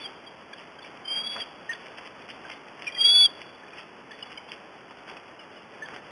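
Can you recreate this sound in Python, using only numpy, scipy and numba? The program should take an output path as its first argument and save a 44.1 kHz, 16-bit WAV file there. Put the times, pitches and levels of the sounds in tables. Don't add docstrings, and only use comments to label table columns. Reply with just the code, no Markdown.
import sys
import numpy as np
from scipy import signal
from scipy.fft import rfft, irfft
from scipy.io import wavfile
from scipy.ndimage import uniform_filter1d
from numba import njit

SR = 44100
rng = np.random.default_rng(int(sys.argv[2]) if len(sys.argv) > 2 else 0)


def master(y):
    cut = np.clip(np.atleast_2d(y).T, -1, 1)
    pcm = np.round(cut * 32767)
    wavfile.write(sys.argv[1], SR, pcm.astype(np.int16))


N = 269432


def undb(db):
    return 10 ** (np.asarray(db) / 20)


def unit(x):
    return x / np.sqrt(np.mean(x ** 2))


@njit
def svf(x, hz, width):
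    y, band, low = np.empty(len(x)), 0., 0.
    g, damping = np.tan(np.pi * hz / SR), width / hz
    for i in range(len(x)):
        v = (band + g * (x[i] - low)) / (1 + g * (g + damping))
        band = 2 * v - band
        low += 2 * g * v
        y[i] = damping * v
    return y


def walk(rate):
    hold = int(SR / rate)
    steps = np.repeat(rng.standard_normal(N // hold + 1), hold)
    slewed = uniform_filter1d(uniform_filter1d(steps, hold), hold)
    return unit(slewed[:N])


def add(out, s, x):
    i = int(s * SR)
    out[i:i + len(x)] += x[:N - i]


def cries(phrases, octave_db, breath_db):
    # centre_hz, width_hz, level_db
    throat = [(2288, 67, -0.5), (900, 1300, -4)]
    out, t = np.zeros(N), np.arange(N) / SR
    flutter_db = 0.82 * walk(150)
    breath = 0
    for hz, width, db in throat:
        breath = breath + undb(db) * unit(svf(rng.standard_normal(N), 1. * hz, 1. * width))
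    for phrase in phrases:
        s, hz, db = np.transpose(phrase)
        i = np.arange(int(s[0] * SR), int(s[-1] * SR))
        phase = 2 * np.pi * np.cumsum(np.interp(t[i], s, hz)) / SR
        tone = np.sqrt(2) * (np.sin(phase) + undb(octave_db) * np.sin(2 * phase))
        edge = np.minimum(np.minimum(i - i[0], i[-1] - i) / (0.00082 * SR), 1)
        level = undb(np.interp(t[i], s, db) + flutter_db[i])
        out[i] += edge * level * (tone + undb(breath_db) * breath[i])
    return out


def chirp(s, hz, db):
    attack_s, hold_s, release_s = 0.0039, .026, .028
    times = s + np.cumsum([0, attack_s, hold_s, release_s])
    pitch = hz * np.array([1, 1, 1 + 0.02, 1 - 0.18])
    level_db = db + np.array([-18, 0, -8.5, -25.5])
    return np.transpose([times, pitch, level_db])


def peeps():
    # start_s, length_ms, peak_db, pitch_hz
    # (the full swell lasts 1.82 lengths and begins a fifth of a length before start_s)
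    peep_table = [(0.265, 17.5, -42.5, 3250), (0.53, 6, -39.5, 2370), (0.532, 5.7, -35, 1645),
                  (0.532, 6, -37.5, 3340), (0.581, 5, -42.5, 3140), (0.788, 7.2, -43.5, 3180),
                  (0.789, 7.5, -43, 1580), (0.816, 12.4, -42, 3435), (0.845, 8, -43, 2340),
                  (1.73, 7.6, -35, 3360), (1.748, 16, -42, 1885), (2.449, 9, -40, 1580),
                  (2.51, 6.6, -40, 2106), (2.526, 6.7, -36, 2110), (2.87, 13.8, -25.5, 2415),
                  (2.895, 10, -38.5, 1960), (2.922, 6.7, -37, 3210), (2.946, 13, -35, 3250),
                  (2.965, 9.9, -33, 1965), (3.635, 7.5, -43, 1726), (3.681, 8, -46, 2463),
                  (3.733, 6.6, -41, 2450), (3.783, 3.3, -34, 2660), (3.783, 4.8, -39.5, 1975),
                  (4.11, 13, -40, 1750), (4.112, 6.6, -42, 3380), (4.133, 12, -43.5, 1870),
                  (4.226, 7, -29.5, 2936), (4.374, 6.4, -34, 3060), (4.38, 5.5, -36, 2250),
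                  (4.489, 8.5, -42, 3380), (5.171, 5.6, -41, 2550), (5.858, 4.9, -42.5, 3240)]
    sag = 0.019
    out = np.zeros(N)
    for s, ms, db, hz in peep_table:
        u = np.linspace(0, 1, int(1.82 * ms * SR / 1000))
        swell = np.sin(np.pi * u ** 0.61) ** 1.1
        phase = 2 * np.pi * np.cumsum(hz * (1 - sag * (3 * u - 1.3))) / SR
        add(out, s - ms / 5000, undb(db) * swell * np.sin(phase))
    return out


def snaps():
    # start_s, crack_peak_db, crack_hz, thud_minus_crack_db, splinter_t60_ms
    snap_table = [(0.849, -32.5, 2510, -16, 22), (1.3637, -34, 1832, 13, 30), (1.3939, -37, 2370, -5, 17),
                  (1.8677, -28, 2170, -18, 12), (1.8834, -34, 2720, -11, 21),
                  (1.984, -29.5, 1940, -8.5, 61), (2.061, -30, 2210, -12, 15), (2.0742, -30, 2680, -19, 21),
                  (2.2194, -29.5, 2550, -19, 23), (2.2882, -29, 2080, -20, 25), (2.4988, -28, 2130, -3, 24),
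                  (2.684, -30.5, 2090, -27, 17), (2.822, -22.5, 2120, -22.5, 14),
                  (4.3236, -36, 2640, -7, 20), (4.4877, -29, 2570, -8, 20), (4.5183, -20.5, 2700, -23, 14),
                  (4.9095, -35.5, 1560, -1, 18), (5.0978, -25.5, 2710, -30, 18),
                  (5.1682, -30, 1980, -9, 16), (5.4021, -30.5, 2780, -25, 16), (5.887, -34, 1500, 6.5, 15),
                  (5.9372, -35, 1980, 0, 15), (5.9624, -22.5, 1680, -29, 23)]
    out, t = np.zeros(N), np.arange(int(.06 * SR)) / SR
    splinters = rng.standard_normal((len(snap_table), len(t)))
    for (s, db, hz, thud_db, ms), noise in zip(snap_table, splinters):
        burst = (noise + 7.2 * (t == 0)) * undb(-60 * t * 1000 / max(ms, 4))
        crack = svf(burst, 1. * hz, 990.0)
        thud = svf(svf(burst, 1100.0, 1300.0), 1100.0, 1300.0)
        crack, thud = crack / np.abs(crack).max(), thud / np.abs(thud).max()
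        add(out, s, undb(db) * (crack + undb(thud_db) * thud))
    return out


def wood(x):
    late_t60_s, early_t60_s, early_db = 1.3, .15, 3
    t = np.arange(int(1.5 * SR)) / SR
    fade = undb(-60 * t / late_t60_s) + undb(early_db - 60 * t / early_t60_s)
    tail = rng.standard_normal(len(t)) * np.minimum(t / 0.011, 1) * fade
    return signal.fftconvolve(x * walk(110), tail / np.sqrt(np.sum(tail ** 2)))[:N]


def lunges(t):
    # peak_s, crackle_db, length_s
    lunge_table = [(0.016, -45, 0.27), (0.592, -50.5, .25), (0.863, -46, .12), (1.15, -44, 0.16),
                   (1.327, -44, .12), (1.405, -39, 0.14), (1.719, -41.5, 0.18), (1.86, -47, 0.17),
                   (1.982, -41.5, .1), (2.064, -43.5, 0.11), (2.302, -39.5, 0.094), (2.517, -41, 0.17),
                   (2.675, -48.5, 0.072), (2.824, -41.5, 0.2), (2.87, -39, 0.16), (3.048, -40, 0.35),
                   (3.419, -43.5, 0.11), (3.792, -42.5, 0.17), (4.121, -47, 0.13), (4.2, -50, 0.31),
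                   (4.321, -42.5, 0.13), (4.528, -42.5, 0.15), (5.088, -47, 0.21), (5.933, -49, 0.22)]
    rise_share, range_db, rest_db = 0.42, 31, -61
    power = undb(rest_db) ** 2 + 0 * t
    for s, db, length in lunge_table:
        i = slice(max(int((s - length) * SR), 0), int((s + length) * SR))
        away = np.maximum((s - t[i]) / rise_share, (t[i] - s) / (1 - rise_share)) / length
        power[i] += undb(db - range_db * away) ** 2
    return np.sqrt(power)


def scuffle():
    # time_s, level_db
    swish = [(0, -45.5), (0.41, -51.5), (0.61, -49), (0.78, -52.5), (0.9, -46.5), (1.07, -50.5),
             (1.19, -44), (1.33, -50), (1.36, -39), (1.48, -49), (2.54, -45.5), (2.65, -50.5), (2.86, -47),
             (3.33, -45.5), (3.6, -51.5), (3.79, -47.5), (3.9, -51.5), (4.34, -48), (4.66, -49.5),
             (5.03, -48.5), (5.09, -43), (5.24, -51), (5.78, -48.5), (5.94, -41), (6.01, -49), (6.11, -44)]
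    t = np.arange(N) / SR
    litter = 0
    for hz, width in ((2100., 1370.0), (2850., 830.0)):
        struck = rng.random(N) < 1200 / SR
        grains = struck * rng.standard_normal(N) * undb(2.5 * rng.exponential(size=N))
        litter = litter + unit(svf(svf(grains, hz, width), hz, 1.15 * width))
    feathers = undb(1.2 * walk(40)) * svf(rng.standard_normal(N), 550., 1100.)
    swish_level = undb(np.interp(t, *np.transpose(swish)))
    return lunges(t) * unit(litter) + swish_level * unit(feathers)


def wind():
    # frequency_hz, relative_density_db (per Hz)
    wind_table = [(15, -47), (25, -16), (44, -21.5), (184, -0.5), (444, 0.5), (970, -1), (1380, -4),
                  (1590, -5), (2600, -10.5), (3400, -26), (4420, -54), (7480, -120)]
    hz, db = np.transpose(wind_table)
    f = np.maximum(np.arange(N // 2 + 1) * SR / N, 1)
    colour = undb(np.interp(np.log(f), np.log(hz), db))
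    low = 1 / (1 + (f / 900) ** 2)
    bass = irfft(rfft(rng.standard_normal(N)) * colour * np.sqrt(low), N)
    treble = irfft(rfft(rng.standard_normal(N)) * colour * np.sqrt(1 - low), N)
    return undb(-50) * unit(bass * undb(0.33 * walk(4.3)) + treble * undb(0.88 * walk(3.3)))


def scene():
    # time_s, pitch_hz, level_db
    cry_table = [
        [(0.0, 3422, -45.5), (0.034, 3435, -42.5), (0.06, 3177, -33), (0.08, 3400, -57)],
        [(1.04, 3080, -65), (1.056, 3140, -36), (1.068, 3140, -50)],
        [(1.068, 3040, -49), (1.082, 3152, -30), (1.097, 3145, -36.5), (1.118, 3180, -28.5), (1.13, 3200, -32),
         (1.14, 3207, -28.5), (1.151, 3210, -33.5), (1.163, 3235, -27.5), (1.179, 3234, -32), (1.19, 3244, -30),
         (1.214, 3280, -33.5), (1.228, 3260, -46)],
        [(1.228, 3294, -45), (1.244, 3320, -31), (1.256, 3328, -39), (1.272, 3359, -29), (1.284, 3343, -40.5),
         (1.3, 3342, -33), (1.312, 3350, -36), (1.335, 3358, -36.5), (1.392, 3368, -43), (1.404, 3350, -34),
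         (1.413, 3280, -36.5), (1.422, 3185, -30.5), (1.438, 3360, -50)],
        [(4.125, 3420, -61), (4.289, 3390, -55), (4.31, 3300, -68)],
        [(5.39, 3000, -56), (5.416, 2796, -51), (5.44, 2770, -59)],
        [(5.56, 3030, -57), (5.592, 2800, -57), (5.62, 2770, -64)],
        [(2.965, 3210, -43.5), (2.985, 3207, -29), (3.003, 3230, -25.5), (3.013, 3273, -17.5),
         (3.033, 3261, -26), (3.051, 3290, -14), (3.066, 3346, -16), (3.076, 3332, -17), (3.115, 3373, -16.5),
         (3.131, 3395, -17), (3.158, 3414, -14.5), (3.172, 3408, -16.5), (3.185, 3416, -13.5), (3.2, 3410, -15),
         (3.238, 3404, -14), (3.259, 3306, -16), (3.267, 3210, -27.5), (3.28, 3280, -48)],
    ]
    # start_s, pitch_hz, level_db
    chirp_table = [(1.691, 1833, -25.5), (5.82, 1744, -31.5)]
    near = cries(cry_table[-1:], octave_db=-66, breath_db=-29.0)
    clear_cries, faint_cries = [], []
    for cry in cry_table[:-1]:
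        is_faint = max(level_db for _, _, level_db in cry) < -45
        (faint_cries if is_faint else clear_cries).append(cry)
    far = cries(clear_cries, octave_db=-68, breath_db=-17)
    faint = undb(4.2 * walk(120)) * cries(faint_cries, octave_db=-60, breath_db=-16)
    low = cries([chirp(*row) for row in chirp_table], octave_db=-16, breath_db=-36)
    short = undb(1.7 * walk(200)) * peeps() + snaps()
    to_trees = undb(-29.5) * near + undb(-14) * (far + faint) + undb(-9.5) * short + undb(-18) * low
    return (near + far + faint + low + short + wood(to_trees) + scuffle() + wind())[None]


def record(dry):
    camera_hz, line_hz = 8000, SR // 2
    guard_hz, smooth_hz, top_hz = 3480, 10640, 11547
    x = dry[0] + 0.69 * svf(dry[0], 3280.0, 1690.0)
    rumble_cut = signal.butter(1, 20, "high", fs=SR, output="sos")
    x = x + signal.sosfilt(rumble_cut, 0.044 * x ** 2)
    x = signal.sosfilt(signal.ellip(10, .3, 33, guard_hz, fs=SR, output="sos"), x)
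    samples = signal.resample_poly(x, 80, 441)
    joined = np.interp(np.arange(N // 2 + 1) / line_hz, np.arange(len(samples)) / camera_hz, samples)
    smoothing = signal.firwin(79, smooth_hz, window=("kaiser", 5), fs=SR)
    y = signal.resample_poly(joined, 2, 1, window=smoothing)
    return signal.sosfilt(signal.ellip(10, .2, 60, top_hz, fs=SR, output="sos"), y[:N])[None]


dry = scene()
out = record(dry)
master(out)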